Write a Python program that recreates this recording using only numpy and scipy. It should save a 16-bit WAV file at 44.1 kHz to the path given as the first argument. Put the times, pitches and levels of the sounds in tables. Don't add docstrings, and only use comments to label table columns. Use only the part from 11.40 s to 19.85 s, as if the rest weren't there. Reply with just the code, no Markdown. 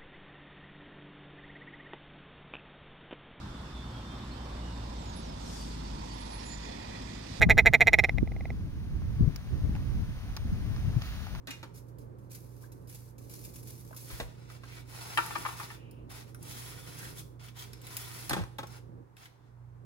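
import sys
import numpy as np
from scipy import signal
from scipy.fft import rfft, irfft
from scipy.io import wavfile

SR = 44100
rng = np.random.default_rng(int(sys.argv[2]) if len(sys.argv) > 2 else 0)


def output_pcm(signal):
    pcm = np.clip(np.atleast_2d(signal).T, -1, 1) * 32767
    wavfile.write(sys.argv[1], SR, np.round(pcm).astype(np.int16))


N = 372644
T = np.arange(N) / SR

# frequency in Hz, level in dB.
AIR_TONE = [(100, -26), (900, 6.5), (1600, -3.5), (3000, -17.5), (6000, -21), (15000, -25.5)]
FAN_TONE = [(22, -46.5), (32, -21.5), (42, -5.5), (56, -0.5), (76, -5), (100, -2.5), (155, 1.5), (200, -7),
            (330, -5), (540, -10), (750, -25.5), (1050, -21.5), (1700, -43), (3300, -58.5)]
RIM_TONE = [(1500, -33), (2700, -19), (3300, 4), (3700, -5), (4600, -6.5), (9000, -7.5)]
THUMP_TONE = [(90, 1), (200, -0.5), (330, 8.5), (450, -6.5), (600, -7), (800, 2.5), (2000, -46)]
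SNAP_TONE = [(800, -9), (1700, 8), (2400, 7.5), (3100, 4.5), (3800, 4), (5200, -2.5), (9000, -10.5),
             (16000, -10)]
SCRAPE_TONE = [(200, -3.5), (330, 3), (520, -1), (650, 0.5), (1000, 6.5), (1500, 3), (2050, 3), (2650, 5),
               (3100, -1.5), (3800, -2), (5500, -0.5), (8000, -9), (15000, -40)]
HISS_TONE = [(2500, -36.5), (5000, 8.5), (7000, 5), (9000, 6), (11000, 12), (13200, 3), (15000, 5.5)]
SKIN_TONE = [(900, -11.5), (1700, -10.5), (2400, -3.5), (3100, -11), (4500, -4), (6000, -1.5), (8000, -6),
             (11500, 1.5), (15500, -5)]
# pitch in Hz, width in Hz, level in dB.
FOIL_MODES = [(345, 40, 9), (550, 41, -7.5), (740, 45, -4), (884, 35, 6), (949, 61, 11.5), (1160, 55, 8),
              (1297, 66, 7), (1426, 32, -6), (1785, 23, 6.5), (2270, 40, 5), (2440, 40, -11),
              (2710, 40, -13), (3040, 30, -8), (3740, 130, -3.5)]
RIB_MODES = [(2320, 380, -3.5), (3650, 230, 8.5)]
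BUMP_MODES = [(340, 88, 0.5), (600, 150, 3), (836, 120, 13), (1047, 66, 4), (1260, 86, 5), (1570, 95, -3),
              (2190, 110, -7), (3520, 130, -21)]
CLINK_MODES = [(2210, 60, 0), (2480, 77, 7), (2794, 28, 2.5), (3700, 170, 1), (5720, 400, 3),
               (6400, 280, -4)]
LINGER_MODES = [(2680, 580, 0)]
# pitch in Hz, level in dB.
HUM_TONES = [(58.4, -64.5), (94, -65), (120, -52.5)]
# start in seconds, level in dB.
CLINKS = [(0.074, -59), (0.106, -49), (0.132, -59)]
# loudest moment in seconds, fade time in seconds, level in dB.
RASPS = [(3.343, 0.024, -60), (5.137, 0.1, -57), (5.788, 0.02, -51.5), (6.058, 0.027, -62.5),
         (6.202, 0.033, -49)]
# start in seconds, level in dB, pitch in Hz.
SQUELCHES = [(1.228, -62, 1010), (1.238, -62, 1660), (2.508, -53, 670), (2.528, -52.5, 1230)]
# start in seconds, level in dB.
SKIN_CLICKS = [(0.584, -56.5), (0.785, -65.5), (0.916, -55), (0.949, -46), (1.163, -61), (1.318, -52.5),
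               (1.472, -55), (1.492, -52), (1.533, -54), (1.545, -47), (1.781, -51.5), (1.896, -49),
               (2.039, -47), (2.049, -43), (2.157, -47), (2.228, -50), (2.545, -54), (2.563, -42.5)]
# start in seconds, tick, snap and ping levels in dB, ping pitch in Hz.
CREASES = [(0.072, -49, -51, -45, 3920), (0.1084, -47, -48, -49, 4600), (3.776, -35, -53, -35.5, 3870),
           (3.862, -40, -60, -60, 6000), (4.511, -54.5, -73, -76, 5940), (4.701, -61, -61, -66, 2500),
           (4.946, -49, -61, -52.5, 1390), (5.028, -46, -66, -66, 5000), (5.772, -59, -65, -64, 4000),
           (6.084, -70, -57, -58, 3200), (6.332, -50.5, -52, -50.5, 5400), (6.416, -52, -61, -68, 4000),
           (6.468, -46, -50, -56, 3520), (6.5679, -32, -44, -43.5, 1980), (6.895, -30.5, -38, -45, 4150),
           (6.931, -37, -45.5, -37, 3500), (7.184, -46, -53, -47, 3560), (7.2696, -54, -61, -54, 5500),
           (7.7673, -60, -57, -61, 2630), (7.856, -75, -51.5, -54, 2190)]
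# start in seconds, level in dB, pitch in Hz.
THUDS = [(0.079, -41, 270), (2.719, -34, 56), (2.808, -34, 56.6), (2.845, -38, 54), (6.913, -30, 135),
         (6.948, -37, 190), (6.983, -29.5, 171), (7.002, -27.5, 99), (7.01, -37, 50)]
# start in seconds, knock, body and snap levels in dB,
# fade time in seconds, a number that multiplies the pitch of the knock.
BUMPS = [(0.0709, -52, -56, -51.5, 0.052, 1.05), (0.229, -49, -57, -59.5, 0.012, 1.08),
         (2.7, -54.5, -67, -58, 0.026, 1.2), (2.7997, -39.5, -47, -50.5, 0.009, .6),
         (3.1, -57.5, -68, -79, 0.008, 1.4), (3.235, -55, -65.5, -74, 0.0083, 1.25),
         (6.8955, -42, -54, -67, 0.008, .9), (6.907, -36, -39.5, -57, 0.0099, .97),
         (6.933, -34.5, -52, -69, 0.009, 1.1), (6.963, -41.5, -39, -76, 0.018, .95),
         (6.986, -50.5, -46, -66, 0.016, .95), (7.013, -51, -60, -72, 0.011, 1.2),
         (7.037, -52, -68, -72, 0.0036, 1.05), (7.186, -40, -50.5, -72, 0.01, 1),
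         (7.231, -46.5, -54, -73, 0.0074, 1.05)]
# start in seconds, flip, ring and snap levels in dB,
# fade time in seconds, main pitch in Hz.
POPS = [(3.774, -24.5, -30.5, -45, 0.0024, 2650), (3.7808, -19.5, -31.5, -51, 0.0024, 1330),
        (3.7874, -17.5, -34, -58, 0.0022, 1360), (3.908, -49, -43, -63, 0.005, 1200),
        (3.953, -26, -42.5, -46, 0.0043, 1170), (3.9582, -22, -36, -57, 0.0038, 1220),
        (4.051, -28, -40, -64, 0.0047, 1040), (4.058, -26, -42.5, -64, 0.0023, 1200),
        (4.0626, -29, -40, -65, 0.0041, 1140), (4.088, -29, -46, -74, 0.0059, 1120),
        (4.198, -34, -44, -68, 0.015, 1180), (4.302, -43, -50, -66, 0.0039, 1900)]
# start and length in seconds, level in dB, pitch in Hz.
PANELS = [(3.28, 0.097, -58, 2280), (3.505, 0.44, -59.5, 830), (4.663, 0.15, -63, 830),
          (5.012, 0.061, -64, 860), (5.1, 0.19, -68, 3750), (5.58, 0.074, -56, 1730),
          (6.53, 0.3, -69, 2380)]
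# start, length and time to gather speed in seconds,
# scrape level in dB, hiss level in dB compared with the scrape.
PUSHES = [(2.646, 0.18, 0.046, -59, 1), (2.853, 0.24, 0.026, -70, -8.5), (3.081, 0.082, 0.018, -64.5, -4),
          (3.179, 0.22, 0.17, -58.5, -7), (3.44, 0.8, 0.24, -50, -2.5), (4.208, 0.14, 0.087, -61.5, -3.5),
          (4.691, 0.12, 0.0073, -58, -2.5), (4.859, 0.035, 0.018, -66.5, -3),
          (4.984, 0.28, 0.14, -55.5, 0.5), (5.252, .28, .03, -58.5, -2.5), (5.518, 0.19, 0.064, -55.5, -1),
          (5.726, 0.076, 0.052, -60, 1.5), (5.991, 0.096, 0.0055, -63, -6), (6.139, 0.1, 0.04, -58.5, -7),
          (6.254, 0.22, .02, -69, -10), (6.407, 0.47, 0.19, -53, -0.5), (6.878, 0.11, 0.008, -54.5, -13),
          (7.033, 0.13, .02, -78.5, -6), (7.24, 0.12, 0.13, -58.5, -4), (7.758, 0.094, 0.018, -65, -4.5),
          (7.903, 0.2, 0.025, -84, -14)]
# start and length in seconds, level in dB.
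STROKES = [(0.332, 0.044, -57.5), (0.464, 0.021, -71), (0.589, 0.031, -69), (0.79, 0.16, -80),
           (0.893, 0.062, -55.5), (0.98, 0.22, -69), (1.195, 0.059, -64.5), (1.332, 0.15, -77.5),
           (1.475, 0.087, -59), (1.565, 0.13, -65.5), (1.785, 0.1, -66), (1.887, 0.21, -57),
           (2.118, 0.084, -60.5), (2.243, 0.076, -56), (2.325, 0.22, -62.5), (2.552, 0.19, -55.5)]

SIDE_LEAD, PAN_LEAD = 12, 7


def undb(db):
    return 10 ** (np.asarray(db) / 20)


def unit(x):
    return x / np.sqrt(np.mean(x ** 2) + 1e-20)


def add(track, start_s, sound):
    start = max(int(start_s * SR), 0)
    track[start:start + len(sound)] += sound[:N - start]


def colour(x, tone):
    hz, db = np.transpose(tone)
    size = 8192
    log_hz = np.log(np.fft.rfftfreq(size, 1 / SR) + 1)
    log_gain = np.log(undb(np.interp(log_hz, np.log(hz), db)))
    cepstrum = irfft(log_gain)[:size // 2]
    cepstrum[1:] *= 2
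    response = irfft(np.exp(rfft(cepstrum, size)))[:size // 2]
    return unit(signal.oaconvolve(x, response)[:len(x)])


def ring(force, modes, pitch=1):
    out = 0
    for hz, width_hz, db in modes:
        resonator = signal.iirpeak(hz * pitch, hz / width_hz, fs=SR)
        out = out + undb(db) * unit(signal.lfilter(*resonator, force))
    return unit(out)


def wander(turns_per_s):
    points = rng.standard_normal(int(T[-1] * turns_per_s) + 2)
    return np.interp(T * turns_per_s, np.arange(len(points)), points)


def tiny_slips(per_s, spread_db=0):
    slips = np.zeros(N)
    at = np.flatnonzero(rng.random(N) < per_s / SR)
    slips[at] = rng.standard_normal(len(at))
    slips[at] *= undb(spread_db * np.minimum(rng.exponential(size=len(at)), 4))
    return unit(slips)


def chatter(fade_s, rise_s=0.0001, uneven_db=4):
    t = T[:SR // 5]
    impacts = rng.standard_normal(len(t)) * undb(uneven_db * rng.standard_normal(len(t)))
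    return impacts * np.exp(-t / fade_s) * (1 - np.exp(-t / rise_s))


def gesture(start_s, length_s, rise_s, fade_s, sag_db_per_s):
    out, t = np.zeros(N), T[T < length_s + 10 * fade_s]
    rise = np.minimum(t / rise_s, 1)
    fade = np.exp(-np.maximum(t - length_s, 0) / fade_s)
    add(out, start_s, rise * undb(-sag_db_per_s * t) * fade)
    return out


def load_shares(count, turns_per_s=7, spread_db=5):
    load = np.array([undb(spread_db * wander(turns_per_s)) for _ in range(count)])
    return load / np.sqrt(np.sum(load ** 2, axis=0))


def kitchen(x, near_s=0.013, left_db=0.24, walls_db=5.5, room_db=-3.5, lead=-SIDE_LEAD):
    t, out = T[:SR // 3], []
    echo_s = 0.39
    shared = 0.39 * rng.standard_normal(len(t))
    for lag, side in ((max(-lead, 0), .5), (max(lead, 0), -.5)):
        near = unit((shared + rng.standard_normal(len(t))) * np.exp(-t / near_s))
        tail_shape = undb(-60 * t / echo_s) * (1 - np.exp(-t / 0.0036))
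        tail = unit(rng.standard_normal(len(t)) * tail_shape)
        response = (undb(walls_db) * near + undb(room_db) * tail) / np.sqrt(len(t))
        response[0] += 1
        out.append(undb(side * left_db) * signal.oaconvolve(x, np.roll(response, lag))[:N])
    return np.array(out)


def room_air(level_db=-68.5):
    return undb(level_db) * np.array([colour(rng.standard_normal(N), AIR_TONE) for _ in range(2)])


def drone_level(return_s, dip_at_s=7.6, dip_db=-10.5, fall_s=0.079, hold_s=0.32):
    swell_db = 1.5 - 5.5 * np.exp(-T / 0.17)
    fall = np.clip((T - dip_at_s) / fall_s, 0, 1)
    back = np.clip((T - dip_at_s - fall_s - hold_s) / return_s, 0, 1)
    return undb(swell_db + dip_db * fall * (1 - back))


def appliance(fan_db=-56.5, hum_left_db=-7, fan_left_db=-4, waver_db=0.5, flicker_db=1.85):
    sides = np.array([[.5], [-.5]])
    hum_time = T + 0.000538 * sides
    hum = 0
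    for hz, db in HUM_TONES:
        strength = np.sqrt(2) * undb(db + waver_db * wander(9.6))
        hum = hum + strength * np.sin(2 * np.pi * (hz * hum_time + rng.random()))
    middle, spread = (colour(rng.standard_normal(N), FAN_TONE) for _ in range(2))
    rush = np.array([middle, np.roll(middle, 21)]) + 1.12 * sides * spread
    rush *= undb(fan_db + flicker_db * wander(6.5))
    hum *= drone_level(return_s=0.22) * undb(hum_left_db * sides)
    rush *= drone_level(return_s=1) * undb(fan_left_db * sides)
    return hum + rush


def clinking(gain_db=-9, contact_s=0.0074):
    out = np.zeros(N)
    for start, db in CLINKS:
        add(out, start, undb(db + gain_db) * ring(chatter(contact_s), CLINK_MODES))
    return out


def lingering_hiss(level_db=-66.5):
    strength = gesture(start_s=4.34, length_s=0.26, rise_s=0.053, fade_s=0.05, sag_db_per_s=32)
    hiss = ring(rng.standard_normal(N), LINGER_MODES)
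    return undb(level_db) * strength * ring(hiss, LINGER_MODES)


def rim_rasping():
    grip = sum(undb(db) * np.exp(-((T - peak_s) / fade_s) ** 2) for peak_s, fade_s, db in RASPS)
    return grip * colour(tiny_slips(per_s=2500, spread_db=2), RIM_TONE)


def squelching(gain_db=-14, burst_s=0.0037, width_hz=420):
    out = np.zeros(N)
    for start, db, hz in SQUELCHES:
        pocket = [(hz, width_hz, 0)]
        add(out, start, undb(db + gain_db) * ring(ring(chatter(burst_s), pocket), pocket))
    return out


def skin_clicking(gain_db=-19):
    out = np.zeros(N)
    for start, db in SKIN_CLICKS:
        click = colour(chatter(fade_s=0.0077, rise_s=0.00044), SKIN_TONE)
        add(out, start, undb(db + gain_db) * click)
    return out


def foil_crinkling(ping_width_hz=400):
    out = np.zeros(N)
    for start, tick_db, snap_db, ping_db, hz in CREASES:
        tick = undb(tick_db - 19) * colour(chatter(fade_s=0.00081), HISS_TONE)
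        snap = undb(snap_db - 18) * colour(chatter(fade_s=0.0043), SNAP_TONE)
        ping = undb(ping_db - 19) * ring(chatter(fade_s=0.0025), [(hz, ping_width_hz, 0)])
        add(out, start, tick + snap + ping)
    return out


def low_thuds(gain_db=-1, swell_s=0.011, phase_gap_rad=1.92):
    out, t = np.zeros((2, N)), T[:SR // 5]
    swell = t / swell_s * np.exp(1 - t / swell_s)
    for start, db, hz in THUDS:
        for track, side in zip(out, (.5, -.5)):
            swing = np.sin(2 * np.pi * hz * t + side * phase_gap_rad)
            add(track, start, undb(db + gain_db) * swell * swing)
    return out


def pan_bumping():
    out = np.zeros(N)
    for start, knock_db, body_db, snap_db, fade_s, pitch in BUMPS:
        knock = undb(knock_db - 9) * ring(chatter(fade_s), BUMP_MODES, pitch)
        body = undb(body_db - 9.5) * colour(chatter(fade_s=0.018), THUMP_TONE)
        snap = undb(snap_db - 4) * colour(chatter(fade_s), SNAP_TONE)
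        add(out, start, knock + body + snap)
    return out


def base_popping(flip_s=0.0011, firm_db=-46, band_hz=(250, 5000)):
    out, t = np.zeros(N), T[:SR // 20]
    flip_shape = t / flip_s * np.exp(1 - t / flip_s)
    for start, flip_db, ring_db, snap_db, fade_s, hz in POPS:
        rise_s = 0.00044 * 4.0 ** (firm_db - ring_db)
        ringing = undb(-7) * ring(chatter(fade_s, rise_s), FOIL_MODES)
        rattle = undb(-20) * ring(chatter(fade_s=0.085), FOIL_MODES)
        buckle = signal.iirpeak(hz, Q=0.76, fs=SR)
        add(out, start, undb(flip_db) * flip_shape * np.sin(2 * np.pi * hz * t))
        add(out, start, undb(ring_db) * signal.lfilter(*buckle, ringing + rattle))
        add(out, start, undb(snap_db - 8) * colour(chatter(fade_s, rise_s), SNAP_TONE))
    return signal.sosfilt(signal.butter(2, band_hz, "band", fs=SR, output="sos"), out)


def panel_singing(sharpness=8):
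    slips = tiny_slips(per_s=1500, spread_db=2)
    out = np.zeros(N)
    for start, length, db, hz in PANELS:
        strength = gesture(start, length, rise_s=0.029, fade_s=0.022, sag_db_per_s=5)
        out += undb(db) * strength * ring(slips, [(hz, hz / sharpness, 0)])
    return out


def flexing(ringing, pitch_share=0.09, turns_per_s=8):
    clock = np.cumsum(1 + pitch_share * wander(turns_per_s)) / SR
    return np.interp(clock % T[-1], T, ringing)


def pan_sliding(judder_db=1.36, foil_db=-14, rib_db=-9, pitch_spread=0.064, spots=3):
    judder = undb(judder_db * wander(60))
    scrape_level = hiss_level = out = 0
    for start, length, rise_s, db, hiss_db in PUSHES:
        drag = judder * gesture(start, length, rise_s, fade_s=0.018, sag_db_per_s=6.5)
        scrape_level += undb(db - 1) * drag
        hiss_level += undb(db + hiss_db + 0.5) * drag
    pitches = np.exp(pitch_spread * np.linspace(-1, 1, spots))
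    for spot, (share, pitch) in enumerate(zip(load_shares(spots), pitches)):
        slips = tiny_slips(per_s=1300, spread_db=1.94)
        foil = undb(foil_db) * ring(slips, FOIL_MODES, pitch)
        ribs = undb(rib_db) * ring(slips, RIB_MODES)
        scrape = scrape_level * (colour(slips, SCRAPE_TONE) + flexing(foil + ribs))
        hiss = hiss_level * colour(tiny_slips(per_s=1300, spread_db=1.94), HISS_TONE)
        out += kitchen(share * (scrape + hiss), lead=(-1) ** spot * SIDE_LEAD)
    return out


def hands_rubbing(film_db=-2.05, grip_db=1, crackle_db=-7, fingers=3):
    strokes = film = 0
    for start, length, db in STROKES:
        strokes += undb(db) * gesture(start, length, rise_s=0.026, fade_s=0.018, sag_db_per_s=22.5)
    pressure = strokes * undb(film_db + grip_db * wander(35))
    for share in load_shares(fingers):
        film += kitchen(pressure * share * colour(tiny_slips(per_s=1100), SKIN_TONE))
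    crackle = undb(crackle_db) * strokes * colour(tiny_slips(per_s=110), SKIN_TONE)
    return film + kitchen(crackle, near_s=0.0039, walls_db=6)


def scene():
    pops = kitchen(base_popping(), near_s=0.0088, left_db=1.5, walls_db=-1.5, room_db=-9, lead=PAN_LEAD)
    pan_body = pan_bumping() + panel_singing()
    knocks = kitchen(pan_body, near_s=0.0058, walls_db=-2.5, room_db=-8, lead=PAN_LEAD)
    rasps = rim_rasping() + lingering_hiss()
    clicks = skin_clicking() + foil_crinkling() + squelching()
    touches = sum(kitchen(sound, near_s=0.008, walls_db=1.5) for sound in (rasps, clicks, clinking()))
    handling = pops + knocks + touches + hands_rubbing() + pan_sliding() + low_thuds()
    return handling + appliance() + room_air()


def record(dry, low_cut_hz=36, high_cut_hz=16000):
    thinned = signal.sosfilt(signal.butter(4, low_cut_hz, "high", fs=SR, output="sos"), dry)
    return signal.sosfilt(signal.ellip(10, .2, 70, high_cut_hz, fs=SR, output="sos"), thinned)


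dry = scene()
out = record(dry)
output_pcm(out)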